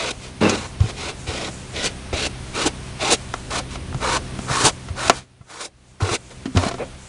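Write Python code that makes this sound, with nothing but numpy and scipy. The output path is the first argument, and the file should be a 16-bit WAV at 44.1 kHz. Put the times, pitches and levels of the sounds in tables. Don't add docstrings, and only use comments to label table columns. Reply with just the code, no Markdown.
import sys
import numpy as np
from scipy import signal
from scipy.fft import rfft, irfft
from scipy.io import wavfile

SR = 44100
rng = np.random.default_rng(int(sys.argv[2]) if len(sys.argv) > 2 else 0)


def transcribe(u):
    v = np.clip(np.atleast_2d(u).T, -1, 1)
    q = np.round(v * 32767).astype(np.int16)
    wavfile.write(sys.argv[1], SR, q)


N = 312228
TIME = np.arange(N) / SR

# (time [s], hum and rumble [dB], airy hiss [dB])
AMBIENCE = [(.1, -38, -44.5), (.7, -34, -42.5), (2.7, -32.5, -39.5), (3.25, -34, -40), (3.85, -29, -41.5),
            (4.4, -30, -38.5), (4.8, -34.5, -43), (6.3, -40.5, -46.5), (6.85, -33.5, -43.5),
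            (7.08, -43.5, -46)]


def amp(db):
    return 10 ** (np.asarray(db) / 20)


def unit(x):
    return x / np.sqrt(np.mean(x ** 2) + 1e-20)


def add(mix, start_s, sound):
    part = mix[max(round(start_s * SR), 0):][:len(sound)]
    part += sound[:len(part)]


def colour(x, spectrum):
    hz, db = np.transpose(spectrum)
    bins = np.fft.rfftfreq(len(x), 1 / SR)
    gain = amp(np.interp(np.log(bins + 1), np.log(hz), db))
    return unit(irfft(rfft(x) * gain, len(x)))


def ring(x, resonances):
    out = 0
    for hz, width, db in resonances:
        b, a = signal.iirpeak(hz, hz / (1.55 * width), fs=SR)
        late = np.roll(x, round(SR / hz * 2))
        out = out + amp(db) * signal.lfilter(b, a, signal.lfilter(b, a, late))
    return unit(out)


def swept(x, hz, width_hz):
    turn = np.exp(2j * np.pi * np.cumsum(hz) / SR)
    pole = np.exp(-np.pi * width_hz / SR)
    return unit((turn * signal.lfilter([1], [1, -2 * pole, pole * pole], x / turn)).real)


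def wander(rate_hz):
    steps = TIME[::16]
    bins = np.fft.rfftfreq(len(steps), steps[1])
    spectrum = rfft(rng.standard_normal(len(steps))) * np.exp(-(bins / rate_hz) ** 2)
    return unit(np.interp(TIME, steps, irfft(spectrum, len(steps))))


def clicks(per_s, spread_db):
    size = amp(spread_db * np.minimum(rng.exponential(1, N), 3.5))
    return unit(size * rng.choice([-1, 1], N) * (rng.random(N) < per_s / SR))


def panel_echoes(x, strength, delay_s=0.000688):
    samples = np.arange(N)
    lags = [SR * delay_s * path * (1 + .13 * wander(3)) for path in np.sqrt([1, 6])]
    return unit(x + strength * sum(np.interp(samples - lag, samples, x) for lag in lags))


def stroke_shape(t, length, attack, swell_db, release_db_per_s, touch_db=-16):
    bite_db = touch_db * np.maximum(1 - t / attack, 0) ** 2
    pressure_db = swell_db * (np.clip(t / length, 0, 1) - .5)
    return amp(bite_db + pressure_db - release_db_per_s * np.maximum(t - length, 0))


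def scrubbing(lead_s=.05):
    # (start [s], length [s], attack [s],
    # swell [dB], hiss [dB], rasp [dB], # drumming [dB], extra treble [dB], pitch of the patch under the brush
    # [Hz])
    strokes = [ (-.012, 0.11, 0.013, 1.5, -24.5, -28.5, -29, -7, 580),
               (0.211, 0.086, 0.042, -15, -39, -45, -43, 0, 490),
               (0.407, 0.14, 0.0074, -1, -25.5, -27.5, -27, -7.5, 400),
               (0.542, 0.12, 0.013, -10, -33, -33, -36, -3, 504),
               (0.797, .11, 0.011, 10.5, -37.5, -39.5, -35.5, -2, 470),
               (0.947, 0.16, 0.09, 0.5, -29.5, -36, -33.5, -4.5, 506),
               (1.266, 0.22, 0.013, -0.5, -30, -37.5, -32.5, -3.5, 524),
               (1.736, 0.14, 0.038, 6.5, -25, -51, -31, -9, 530),
               (2.126, 0.13, 0.018, 6.5, -23.5, -42, -29, -8, 477),
               (2.535, 0.14, 0.03, 2.5, -23, -27, -29, -4.5, 470),
               (2.994, 0.12, 0.032, 5, -21, -28.5, -25, -8, 784),
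               (3.503, 0.089, .007, 6, -27.5, -24.5, -30, 0.5, 593),
               (3.687, 0.066, .03, 3, -40.5, -40, -61, 3, 396),
               (3.999, 0.17, 0.045, 8.5, -27, -21, -28.5, 0.5, 538),
               (4.473, 0.21, 0.043, 11, -26, -19.5, -29, 4, 506),
               (4.954, 0.13, 0.033, 9.5, -31, -25.5, -34, 2, 551),
               (5.111, 0.076, 0.011, 3.5, -43, -38.5, -50, 8, 605),
               (5.475, 0.12, 0.044, 1, -44.5, -36.5, -47, 5.5, 607),
               (5.593, 0.065, 0.024, 0, -37.5, -39, -40, 9, 575),
               (6.001, 0.14, 0.013, 11, -30.5, -27, -28.5, 1.5, 428),
               (6.3, 0.018, 0.014, 2, -45, -42, -44, 2, 580),
               (6.548, .14, 0.021, 4.5, -32, -26.5, -28, 1, 566),
               (6.78, 0.058, 0.01, -7, -50, -36.5, -31, -17, 493), ]
    # (time [s], length [s], hiss [dB], rasp [dB], drumming [dB], pitch of the patch [Hz])
    end_flicks = [ (0.111, 0.01, -23.5, -50, -26, 440), (1.857, 0.029, -22, -33, -28.5, 435),
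                  (2.268, 0.013, -23, -56, -24, 365), (2.67, 0.016, -16, -67, -14.5, 453),
                  (3.127, 0.03, -14.5, -31, -17.5, 440), (4.666, 0.035, -13.5, -20, -16, 733),
                  (5.177, 0.061, -42, -48, -54.5, 693), (5.615, 0.018, -31, -32, -47, 695),
                  (6.151, 0.019, -20, -60, -28, 460), ]
    swell_shares, releases_db_per_s = (1.0, 0.27, 0.44), (845, 900.5, 479)
    t = np.arange(SR // 2) / SR - lead_s
    moves = []
    for start, length, attack, swell_db, *levels, treble_db, hz in strokes:
        gains = [amp(db) * stroke_shape(t, length, attack, share * swell_db, release)
                 for db, share, release in zip(levels, swell_shares, releases_db_per_s)]
        moves.append((start, hz, gains + [amp(treble_db) * gains[0]]))
    for start, length, *levels, hz in end_flicks:
        gains = [amp(db) * np.exp(-2 * (t / length) ** 2) for db in levels]
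        moves.append((start, hz, gains + [gains[0]]))
    power, weighted_hz = np.zeros((4, N)), np.zeros(N)
    for start, hz, gains in moves:
        skip = max(round((lead_s - start) * SR), 0)
        for layer, gain in zip(power, gains):
            add(layer, start - lead_s, gain[skip:] ** 2)
        add(weighted_hz, start - lead_s, hz * gains[2][skip:] ** 2)
    patch_hz = np.clip(weighted_hz / (power[2] + 1e-30), 300, 900)
    travel = 1 + 0.13 * wander(20)
    return *np.sqrt(power + 1e-20), patch_hz * travel


def bristle_song():
    # (frequency [Hz], width [Hz], level relative to the hiss [dB])
    notes = [(1455, 130, -18.5), (2432, 160, -16)]
    bend = 1 + .035 * wander(12)
    return sum(amp(db) * swept(clicks(3000, 2), hz * bend, width) for hz, width, db in notes)


def bristle_hiss(slips, force, treble_gain, hard_db=-22, treble_hz=5000):
    # (frequency [Hz], spectral level [dB])
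    light_spectrum = [(760, -23), (1300, -6.5), (1500, -5), (1710, -12.5), (1910, 0), (2430, 1.5),
                      (2910, -2), (4010, 1), (4500, -2.5), (6670, -5), (9880, -10.5), (10600, -15),
                      (11000, -28.5), (14300, -52.5), (22000, -120)]
    # (frequency [Hz], spectral level [dB])
    hard_spectrum = [(940, -12), (1600, -7.5), (2010, -11), (2680, -4), (3180, -8.5), (3700, -3),
                     (5410, -8), (5770, -5), (6250, -7), (7170, -5.5), (9830, -11), (10700, -18.5),
                     (11000, -22.5), (14300, -46.5), (22000, -120)]
    hardness = .5 + .5 * np.tanh((20 * np.log10(force) - hard_db) / 5)
    hiss = (1 - hardness) * colour(slips, light_spectrum) + hardness * colour(slips, hard_spectrum)
    treble = signal.sosfiltfilt(signal.butter(2, treble_hz, "high", fs=SR, output="sos"), hiss)
    body = hiss - treble + (1 - hardness) * bristle_song()
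    return force * body + treble_gain * treble


def brush(tuft_share=0.38, rasp_db=-3.5):
    # (frequency [Hz], width [Hz], level [dB])
    head_modes = [(964, 70, 3), (1052, 178, 4.5), (1292, 110, 1.5), (1507, 194, 5), (1706, 330, 1)]
    # (frequency [Hz], width [Hz], level [dB])
    floor_modes = [(312.8, 142, -2), (437, 56, -4.5), (675, 49, -10.5), (754, 133, -2)]
    force, rasp_gain, drum_gain, treble_gain, patch_hz = scrubbing()
    clumps = wander(83)
    grip = amp(0.8 * wander(25))
    tufts = clicks(2600, 1.4)
    slips = np.sqrt(1 - tuft_share) * clicks(14000, 1.9) + np.sqrt(tuft_share) * tufts
    catches = tufts + 0.51 * rng.standard_normal(N)
    slips = panel_echoes(slips * amp(1.16 * clumps), strength=.17)
    catches = panel_echoes(catches * amp(0.8 * clumps), strength=.15)
    hiss = bristle_hiss(slips, force, treble_gain)
    rasp = amp(rasp_db) * rasp_gain * ring(catches, head_modes)
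    patch = swept(clicks(3000, 2.5), patch_hz, width_hz=130)
    drumming = drum_gain * unit(ring(catches, floor_modes) + 0.85 * patch)
    return hiss + grip * (rasp + drumming)


def background(machine_hz=63.6, hum_share=.46):
    # (multiple of the running speed, level [dB])
    orders = [(1, -5), (2, 0), (3, -5), (4, -10), (5, -17), (6, -10), (7, -21), (8, -16)]
    # (frequency [Hz], spectral level [dB])
    rumble_spectrum = [(12, -22), (25, -6.5), (50, -2.5), (85, -0.5), (110, -5.5), (170, -9.5),
                       (300, -12.5), (450, -20.5), (800, -37), (1500, -58)]
    # (frequency [Hz], spectral level [dB])
    air_spectrum = [(290, -41), (500, -2), (673, 2.5), (728, -1), (955, -1.5), (1870, -4.5), (2330, -4),
                    (4220, -7.5), (6310, -11.5), (7270, -18), (8490, -10.5), (10200, -12.5), (11000, -27),
                    (14300, -59), (22000, -120)]
    times, low_db, air_db = np.transpose(AMBIENCE)
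    phase = 2 * np.pi * np.cumsum(machine_hz * (1 + .003 * wander(2))) / SR
    hum = unit(sum(amp(db + 1.5 * wander(2)) * np.sin(order * phase + 2 * np.pi * rng.random())
                   for order, db in orders))
    rumble = colour(rng.standard_normal(N), rumble_spectrum)
    low = np.sqrt(hum_share) * hum + np.sqrt(1 - hum_share) * rumble
    flutter = amp(-0.44 * wander(25))
    air = flutter * colour(rng.standard_normal(N), air_spectrum)
    return amp(np.interp(TIME, times, low_db) - 1) * low + amp(np.interp(TIME, times, air_db)) * air


def rustle(relative_db=-11):
    times, _, air_db = np.transpose(AMBIENCE)
    swells_db = 5 * np.minimum(wander(6.7), 2)
    level = amp(relative_db + np.interp(TIME, times, air_db) + swells_db)
    return level * ring(clicks(3700, 2.5), [(7000, 2200, 0)])


def judder(start_s=0.409, attack_s=0.013, hold_s=0.051, fall_db_per_s=190, level_db=-12, slip_hz=108):
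    # (frequency [Hz], width [Hz], level [dB])
    modes = [(211, 42, 2), (304.5, 21, -0.5), (435, 180, -6), (1083, 250, -15), (1520, 110, -19),
             (2030, 240, -24.5), (2665, 170, -16)]
    t = TIME - start_s
    level = np.clip(t / attack_s, 0, 1) * amp(level_db - fall_db_per_s * np.maximum(t - hold_s, 0))
    turns = np.cumsum(slip_hz * (1 + .16 * wander(59.4))) / SR
    jerks = unit(np.diff(np.floor(turns), prepend=0))
    grit = clicks(2500, 6.2)
    return level * ring(jerks + grit, modes)


def thumps(rough_db=1.1):
    # (time [s], peak [dB], pitch [Hz], rise [s], t60 [s])
    blows = [(.425, -21, 103, .0073, 0.51), (.799, -3, 93, 0.018, 0.047), (0.839, -12, 108, 0.0037, 0.1),
             (1.279, -19, 83.4, 0.011, 0.094), (2.126, -19, 77, .016, 0.081),
             (3.946, -18, 134, 0.0066, .11), (4.389, -20, 230, .003, 0.056),
             (4.497, -14, 125, 0.017, 0.026), (4.641, -14, 127, 0.0027, 0.11),
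             (4.893, -18, 86.6, 0.021, 0.11), (5.056, -22, 99, .014, 0.04),
             (5.404, -32, 109, 0.0099, 0.041), (6.02, -10.5, 99, 0.0077, 0.16),
             (6.11, -19.5, 104, .009, 0.1), (6.456, -14.5, 244, 0.0049, .026),
             (6.475, -22, 264, 0.0026, 0.15), (6.55, -11.5, 194, .0019, 0.057),
             (6.563, -4.5, 93.7, 0.0053, 0.16), (6.57, -13.5, 263, 0.0033, 0.098),
             (6.661, -11, 212, 0.006, 0.02)]
    out, t = np.zeros(N), np.arange(SR // 3) / SR
    sag = 1 + .05 * (2 * np.exp(-t / .02) - 1)
    for start, db, hz, rise, t60 in blows:
        swell = np.sin(np.pi / 2 * np.minimum(t / rise, 1)) ** 2
        decay = amp(-60 * np.maximum(t - rise, 0) / t60)
        phase = 2 * np.pi * np.cumsum(hz * sag) / SR
        add(out, start, amp(db) * swell * decay * np.sin(phase))
    return out * amp(rough_db * wander(70))


def knocks(focus_db_per_octave=6, crack_t60=0.033, rattle_db=-27, rattle_t60=0.2):
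    # (time [s], level [dB], focus pitch [Hz], crack [dB], ring time [factor])
    hits = [(.804, -28.5, 900, -1, 2.2), (.495, -19, 4800, 3, 2.1), (2.129, -17, 448, -10, 2),
            (3.3396, -10, 1090, -11, 0.73), (3.756, -23, 1100, -6.5, 1.2), (3.927, -18, 1300, -26, 0.23),
            (3.945, -16, 1000, -13, 0.58), (4.39, -16.5, 520, -11.5, 0.75), (4.498, -16, 1310, -30, 1.2),
            (4.8858, -26.5, 1650, -8, 1.2), (5.097, 6.5, 1050, -8, 0.96), (5.412, -43, 1200, -19, 2.2),
            (6.005, -16, 1500, -22, 0.54), (6.09, -14.5, 1200, -19, 1.6), (6.456, -29.5, 650, -0.5, 2.7),
            (6.561, -12, 450, -19, 0.94), (6.572, -9, 560, -3.5, 1.3), (6.572, -30, 3800, -12, 0.81),
            (6.6356, -11, 664, -9, 1.1), (6.666, -21, 600, -12, 1), (6.712, -19.5, 646, -7.5, 2),
            (6.741, -19.5, 477, -11, 1.6), (6.783, -29, 650, -10, 1.8)]
    # (frequency [Hz], level [dB], base t60 [s])
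    trim_modes = [(247, -4.5, 0.082), (382, 3, 0.027), (514, -2, 0.031), (687, 0.5, 0.04),
                  (1036, -1.5, 0.022), (1146, -8, 0.059), (1350, -1.5, 0.035), (2053, -8, 0.045),
                  (2540, -19.5, 0.029), (3900, -19.5, 0.017), (5840, -8, 0.02), (6460, -10.5, 0.04)]
    mode_hz, mode_db, t60 = np.transpose(trim_modes)[:, :, None]
    crack_hz, crack_shape = np.transpose(
        [(200, -9.5), (900, -6.5), (3000, -0.5), (7000, -1), (11000, -16.5)])
    rattle_spectrum = [(80, -14), (260, 4), (1300, 1), (2200, -5.0), (9000, -28.5)]
    polarity = (-1) ** np.arange(len(trim_modes))[:, None]
    out, t = np.zeros(N), np.arange(SR // 5) / SR
    for start, db, hz, crack_db, ring_factor in hits:
        weight = amp(mode_db - focus_db_per_octave * abs(np.log2(mode_hz / hz)))
        modes = amp(-60 * t / (t60 * ring_factor)) * np.sin(2 * np.pi * mode_hz * t)
        ringing = (polarity * weight * modes).sum(0) / np.linalg.norm(weight)
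        crack_noise, rattle_noise = rng.standard_normal((2, len(t)))
        focused_db = crack_shape - focus_db_per_octave * abs(np.log2(crack_hz / hz))
        crack = colour(crack_noise, np.transpose([crack_hz, focused_db]))
        crack *= amp(crack_db - 60 * t / (crack_t60 * ring_factor))
        rattle = colour(rattle_noise, rattle_spectrum) * amp(rattle_db - 60 * t / rattle_t60)
        add(out, start, amp(db) * (ringing + crack + rattle))
    return out


def dip(start_s=5.175, fall_s=0.088, hold_s=0.45, recover_s=0.65, depth_db=-15):
    corners = np.cumsum([start_s, fall_s, hold_s, recover_s])
    return amp(depth_db * np.interp(TIME, corners, [0, 1, 1, 0]))


def squeak(start_s=6.778, length_s=.078, start_hz=385, rise_hz_per_s=2900, level_db=-28.5, rasp_db=-8):
    t = np.clip(TIME - start_s, 0, length_s)
    hz = (start_hz + rise_hz_per_s * t) * (1 + 0.0254 * wander(150))
    phase = 2 * np.pi * np.cumsum(hz) / SR
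    rasp = ring((1 + np.cos(phase)) * rng.standard_normal(N), [(1180, 300, 0), (2280, 440, 2)])
    swell = np.sin(np.pi * t / length_s) ** 2
    return amp(level_db) * swell * (unit(np.sin(phase)) + amp(rasp_db) * rasp)


def scene():
    foreground = brush() + judder() + thumps() + knocks() + squeak()
    ambience = dip() * (background() + rustle())
    return (foreground + ambience)[None]


def record(dry, gain=.93, edge_hz=11050):
    driven = gain * dry
    clipped = driven / (1 + driven ** 8) ** (1 / 8)
    lowpass = signal.firwin(301, edge_hz, window=("kaiser", 8), fs=SR)
    return signal.oaconvolve(clipped, lowpass[None], "same")


dry = scene()
out = record(dry)
transcribe(out)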